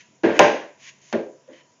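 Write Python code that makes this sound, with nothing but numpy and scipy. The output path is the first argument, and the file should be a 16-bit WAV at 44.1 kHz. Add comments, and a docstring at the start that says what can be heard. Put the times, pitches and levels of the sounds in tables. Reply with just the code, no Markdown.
"""A faint scrape is heard first, over hum and hiss; then hands work dough in a bowl on a kitchen counter.
The bowl knocks: a noise crack, damped modes of counter and cupboard, a low thump and a noisy rattle.
Fingers and bowl scrape faintly: random friction grains pass through broad resonances.
Decaying noise gives the hard room's reflections; appliance tones are narrowly filtered noise.
A small microphone a little way off has a narrow band and overloads on the hardest knock."""
import sys
import numpy as np
from scipy import signal
from scipy.fft import rfft, irfft
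from scipy.io import wavfile
from scipy.ndimage import uniform_filter1d

SR = 44100
rng = np.random.default_rng(int(sys.argv[2]) if len(sys.argv) > 2 else 0)


def digitize_waveform(pressure):
    """Quantize a signal to 16-bit integers and store it at the path in sys.argv[1].

    Rows of a 2-D input are taken as channels; values are limited to [-1, 1].
    """
    field = np.atleast_2d(pressure).T
    bounded = np.clip(field, -1, 1)
    quanta = np.round(bounded * 32767).astype(np.int16)
    wavfile.write(sys.argv[1], SR, quanta)


def decibels_to_gain(level_db):
    """Convert a level in decibels to a linear amplitude gain (20 dB per decade)."""
    exponent = np.asarray(level_db, float) / 20
    return 10 ** exponent


N = 79380  # samples, 1.8 s

# Levels in all tables are those of the parts, before mixing and recording.
# Spectrum of room hum and microphone hiss: frequency_hz, relative_level_db
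FLOOR_SPECTRUM = [(24, -66), (40, -30.5), (90, -6.5), (208, -1.5), (758, -9), (810, -24), (865, -9.5),
                  (1280, -13.5), (1630, -14), (3680, -18.5), (4020, -25), (6240, -11.5), (7600, -11),
                  (9880, -60), (16700, -120)]
# Wavering appliance tones: frequency_hz, width_hz (of each of two filter passes), level_db
HUM_TONES = [(140, 5.6, -74), (645, 18, -74), (980, 40, -71.5)]
# Decay time of the room's reflections: frequency_hz, t60_s
ROOM_DECAY = [(100, 0.19), (250, 0.5), (500, 0.64), (1000, 0.43), (2000, 0.56), (4000, 0.61), (7000, 0.63)]
# Strokes of fingers and bowl: start_s, stop_s, final_level_db, swell_db (negative fades),
# tilt_db_per_octave, bowl_tones_db
STROKES = [(-.06, 0.011, -49, -15, -2.5, -17), (0.324, 0.383, -41, 4.5, -4.5, -8.5),
           (0.767, 0.892, -42.5, 23, 0, -15), (0.996, 1.124, -52, 5.5, 4.5, -16.5),
           (1.5, 1.61, -58.5, 2, -4.5, -3)]
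# Spectrum of the rubbing: frequency_hz, relative_level_db
RUB_SPECTRUM = [(300, -41), (1200, -24), (1700, -3), (2500, 0), (3400, -6.5), (4500, -10), (5500, -8),
                (6700, -1.5), (7500, -13.5)]
# Bowl tones under a stroke: frequency_hz, width_hz, relative_level_db
BOWL_TONES = [(1080, 73, -7.5), (1950, 200, -2), (3040, 150, -3)]
# Blows of the bowl on the counter: start_s, thud_db, thump_db, rattle_db, crack_db,
# thud_centre_hz, thud_rise_s, hand_damping_db_per_s (the thud takes only a share of it)
BLOWS = [(.234, -13, -19, -23, -36.5, 451, 0.0063, 4.5), (.292, -30, -35, -31, -46, 520, .008, 8),
         (0.348, -26, -31, -36.5, -60, 350, 0.031, 9.5), (0.3921, -9, -22, -12, -4.5, 763, .003, 6),
         (.61, -46, -65, -42.5, -48.5, 600, 0.0055, 5), (1.127, -18.5, -14.5, -30, -24, 505, 0.015, 75),
         (1.213, -37, -47.5, -57, -61, 560, 0.002, 30), (1.477, -45.5, -74, -64, -60, 543, 0.0051, 53),
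         (1.492, -50, -59, -59, -66, 287, 0.0051, 78)]
# Modes of the counter and the cupboard under it: frequency_hz, relative_level_db, t60_s
COUNTER_MODES = [(128, -15.5, .3), (263.2, -5.5, .3), (308, -12, 0.42), (339.3, 3, .3), (390.6, -6, 0.23),
                 (396, -1.5, 0.26), (447.3, -1.5, 0.36), (521.2, -2, 0.4), (533.4, -2.5, 0.28),
                 (589.4, 0, 0.3), (620, -13, .35), (661.7, -2.5, 0.27), (778.6, -3.5, 0.17),
                 (969, -9, 0.24), (804, -12.5, 0.1), (1040, -5.5, 0.44)]
# Spectrum of the contact crack: frequency_hz, relative_level_db
CRACK_SPECTRUM = [(410, -28.5), (700, 9), (1010, -22.5), (1400, -1.5), (2430, 3), (3260, -6.5), (5190, -14),
                  (6380, -4), (7400, -23), (9620, -70.5), (16300, -120)]
# The counter's dense small resonances: frequency_hz, relative_level_db
RATTLE_SPECTRUM = [(60, -52), (120, -16), (300, -3.5), (600, -4), (950, 3), (1290, -12), (1600, -2.5),
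                   (2400, -8.5), (3500, -19.5), (5000, -29), (6500, -30), (7400, -39.5)]
# Thin bowl modes in the rattle: frequency_hz, relative_level_db, t60_s
BOWL_MODES = [(1169, -9.5, 0.14), (1413, -8, 0.23), (1535, -16, .35), (1594, -8, 0.48), (1692, -5, .2),
              (1866, -13, 0.23)]


def evened(x):
    """Normalisation: scales a signal to an rms of 1."""
    return x / np.sqrt(np.mean(x ** 2) + 1e-20)


def read(points, hz):
    """Linear interpolation of a table on a log-frequency axis."""
    f, value = np.transpose(points)
    return np.interp(np.log(hz + 1), np.log(f + 1), value)


def add(mix, s, sound):
    """Superposition: sums a sound into the mix at time s, cutting what lies outside."""
    at = round(s * SR)
    sound = sound[max(-at, 0):]
    part = mix[max(at, 0):][:len(sound)]
    part += sound[:len(part)]


def shaped(x, level_db):
    """Linear filtering: weights the spectrum of x by a level at each frequency."""
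    return irfft(rfft(x) * decibels_to_gain(level_db), len(x))


def coloured(points, size):
    """Spectral shaping: noise of rms 1 with the tabulated spectrum."""
    hz = np.fft.rfftfreq(size, 1 / SR)
    return evened(shaped(rng.standard_normal(size), read(points, hz)))


def resonate(x, hz, width):
    """Resonance: shifts a tone to zero frequency, smooths and shifts back, with a peak gain of 1."""
    turn = np.exp(2j * np.pi * hz * np.arange(len(x)) / SR)
    r = np.exp(-np.pi * width / SR)
    return 2 * (turn * signal.lfilter([1 - r], [1, -r], x / turn)).real


def dying(x):
    """Reverberant decay: each band of a steady noise dies exponentially at the room's rate."""
    hz, t, z = signal.stft(x, SR, nperseg=512, noverlap=384)
    z = z * decibels_to_gain(-60 * t / read(ROOM_DECAY, hz)[:, None])
    return signal.istft(z, SR, nperseg=512, noverlap=384)[1][:len(x)]


def room(x):
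    """Diffuse reflection: convolves with a newly drawn dense tail that builds up after a gap."""
    gap_s, rise_s = 0.012, 0.011
    t = np.arange(SR * 3 // 4) / SR
    tail = dying(rng.standard_normal(len(t))) * np.clip((t - gap_s) / rise_s, 0, 1)
    return signal.fftconvolve(x, tail / np.linalg.norm(tail))


def kitchen():
    """Stationary noise: room hum and microphone hiss, slightly patchy in time and frequency."""
    level_db, patchy_db = -62, 1.8
    hz, t, z = signal.stft(coloured(FLOOR_SPECTRUM, N), SR, nperseg=1024, noverlap=768)
    patches = uniform_filter1d(rng.standard_normal(z.shape), 12, axis=0)
    patches = evened(uniform_filter1d(patches, 10, axis=1))
    noise = signal.istft(z * decibels_to_gain(patchy_db * patches), SR, nperseg=1024, noverlap=768)[1][:N]
    return decibels_to_gain(level_db) * noise


def hum():
    """Narrow-band noise: twice-filtered noise makes the faint fuzzy tones of kitchen appliances."""
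    tones = np.zeros(N)
    for hz, width, db in HUM_TONES:
        tone = resonate(rng.standard_normal(N), hz, width)
        tones += decibels_to_gain(db) * evened(resonate(tone, hz, width))
    return tones


def scrape(start, stop, final_db, swell_db, tilt_db, tones_db):
    """Friction: fine grains swell or fade through the bowl's broad resonances and stop short."""
    grains_per_s, grain_db, onset_s = 9000, 1.5, 0.03
    swell_power, stop_db_per_s, room_db = 1.5, 600.5, -12.5
    t = np.arange(SR // 2) / SR
    hz = np.fft.rfftfreq(len(t), 1 / SR)
    present = rng.random(len(t)) < grains_per_s / SR
    grains = rng.standard_normal(len(t)) * present
    grains = grains * decibels_to_gain(grain_db * rng.exponential(1, len(t)))  # a few stronger grains

    tilt = tilt_db * np.log2(np.clip(hz, 500, 7500) / 2500)
    body = evened(shaped(grains, read(RUB_SPECTRUM, hz) + tilt))
    tones = sum(decibels_to_gain(db) * evened(resonate(grains, f, width)) for f, width, db in BOWL_TONES)

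    left_s = stop - start - t
    swell = swell_db * abs(left_s / (stop - start)) ** swell_power
    level_db = final_db - np.where(left_s > 0, swell, -stop_db_per_s * left_s)
    stroke = (body + decibels_to_gain(tones_db) * tones) * decibels_to_gain(level_db) * np.minimum(t / onset_s, 1)
    sound = decibels_to_gain(room_db) * room(stroke)
    add(sound, 0, stroke)
    return start, sound


def counter_ring(t, thud_db, centre_hz):
    """Modal excitation: a blow drives the damped modes nearest its spectral centre most."""
    spread_db, phase_spread = 2.5, 0.33  # random per mode: dB, radians
    soft_db = 30  # a soft contact leaves out modes above its centre: dB per octave squared
    reach_octaves = 1.32 if thud_db > -36 else 0.3  # light taps wake only modes near their centre
    ring = np.zeros(len(t))
    for hz, db, t60 in COUNTER_MODES:
        level_luck, phase_luck = rng.standard_normal(2)
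        octaves = np.log2(hz / centre_hz)
        level_db = db + spread_db * level_luck - 15 * (octaves / reach_octaves) ** 2
        level_db -= soft_db * max(octaves, 0) ** 2
        ring += decibels_to_gain(level_db - 60 * t / t60) * np.sin(2 * np.pi * hz * t + phase_spread * phase_luck)
    return ring / np.sqrt(np.mean(ring[:2000] ** 2))


def counter_thud(t, thud_db, thump_db, centre_hz, rise_s):
    """Forced vibration: counter modes, their room reflections and a low thump swell together."""
    push_s, room_db = 0.011, -7.5
    thump_hz, thump_t60_s = 227.5, 0.2
    ring = counter_ring(t, thud_db, centre_hz)
    filled = room(ring * np.exp(-t / push_s))[:len(t)]  # the early push drives the room
    filled = decibels_to_gain(room_db) * filled / np.sqrt(np.mean(filled[500:2500] ** 2))
    thump = decibels_to_gain(thump_db - 60 * t / thump_t60_s) * np.sin(2 * np.pi * thump_hz * t)
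    rise = 1 - np.exp(-(t / rise_s) ** 2)
    return rise * (decibels_to_gain(thud_db) * (ring + filled) + thump)


def counter_rattle(t):
    """High modal density: small resonances act as decaying noise, with thin bowl modes added."""
    rise_s = 0.0046
    modes = np.zeros(len(t))
    for hz, db, t60 in BOWL_MODES:
        modes += decibels_to_gain(db - 60 * t / t60) * np.sin(2 * np.pi * (hz * t + rng.random()))
    return (dying(coloured(RATTLE_SPECTRUM, len(t))) + modes) * (1 - np.exp(-t / rise_s))


def contact_crack(t):
    """Impulsive contact: a very short noise burst and its reflections in the room."""
    decay_s, attack_s, room_db = 0.0033, 0.0002, -5.5
    early = t[:2048]
    snap = coloured(CRACK_SPECTRUM, 2048) * np.exp(-early / decay_s) * np.minimum(early / attack_s, 1)
    crack = decibels_to_gain(room_db) * room(snap)[:len(t)]
    add(crack, 0, snap)
    return crack


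def knock(start, thud_db, thump_db, rattle_db, crack_db, centre_hz, rise_s, damp_db):
    """Impact: a short crack, then thud and rattle swell, fill the room and are damped by the hands."""
    thud_damp_share = 0.44
    early_db, early_s = 2, 0.017  # the direct blow stands above its ring
    bend_db, bend_s = 6.5, 0.28  # the tails bend downward late: bend_db lost by bend_s
    t = np.arange(SR * 3 // 4) / SR
    thud = counter_thud(t, thud_db, thump_db, centre_hz, rise_s)
    thud = thud * decibels_to_gain(-thud_damp_share * damp_db * t)
    treble = decibels_to_gain(rattle_db) * counter_rattle(t) + decibels_to_gain(crack_db) * contact_crack(t)
    treble = treble * decibels_to_gain(-damp_db * t)
    envelope_db = early_db * np.exp(-(t / early_s) ** 2) - bend_db * (t / bend_s) ** 4
    return start, (thud + treble) * decibels_to_gain(envelope_db)


def scene():
    """Superposition of sources: scrapes and knocks over the kitchen's noise and hum."""
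    mix = kitchen() + hum()
    for stroke in STROKES:
        add(mix, *scrape(*stroke))
    for blow in BLOWS:
        add(mix, *knock(*blow))
    return mix[None]


def top_cut(x):
    """Nothing passes above the cut-off."""
    return signal.sosfilt(signal.butter(12, 8170, fs=SR, output="sos"), x)


def record(dry):
    """Band limitation and overload: a narrow-band microphone clips whatever exceeds its ceiling."""
    low_hz, edge_hz, gain_db, ceiling = 97, 7244, 0.41, 1.0
    high_pass = signal.butter(3, low_hz, "high", fs=SR, output="sos")
    low_pass = signal.firwin(401, edge_hz, window=("kaiser", 10), fs=SR)
    heard = signal.sosfilt(high_pass, dry)
    heard = signal.oaconvolve(heard, low_pass[None], "same")
    finished = np.clip(decibels_to_gain(gain_db) * heard, -ceiling, ceiling)
    return top_cut(finished)


dry = scene()
out = record(dry)
digitize_waveform(out)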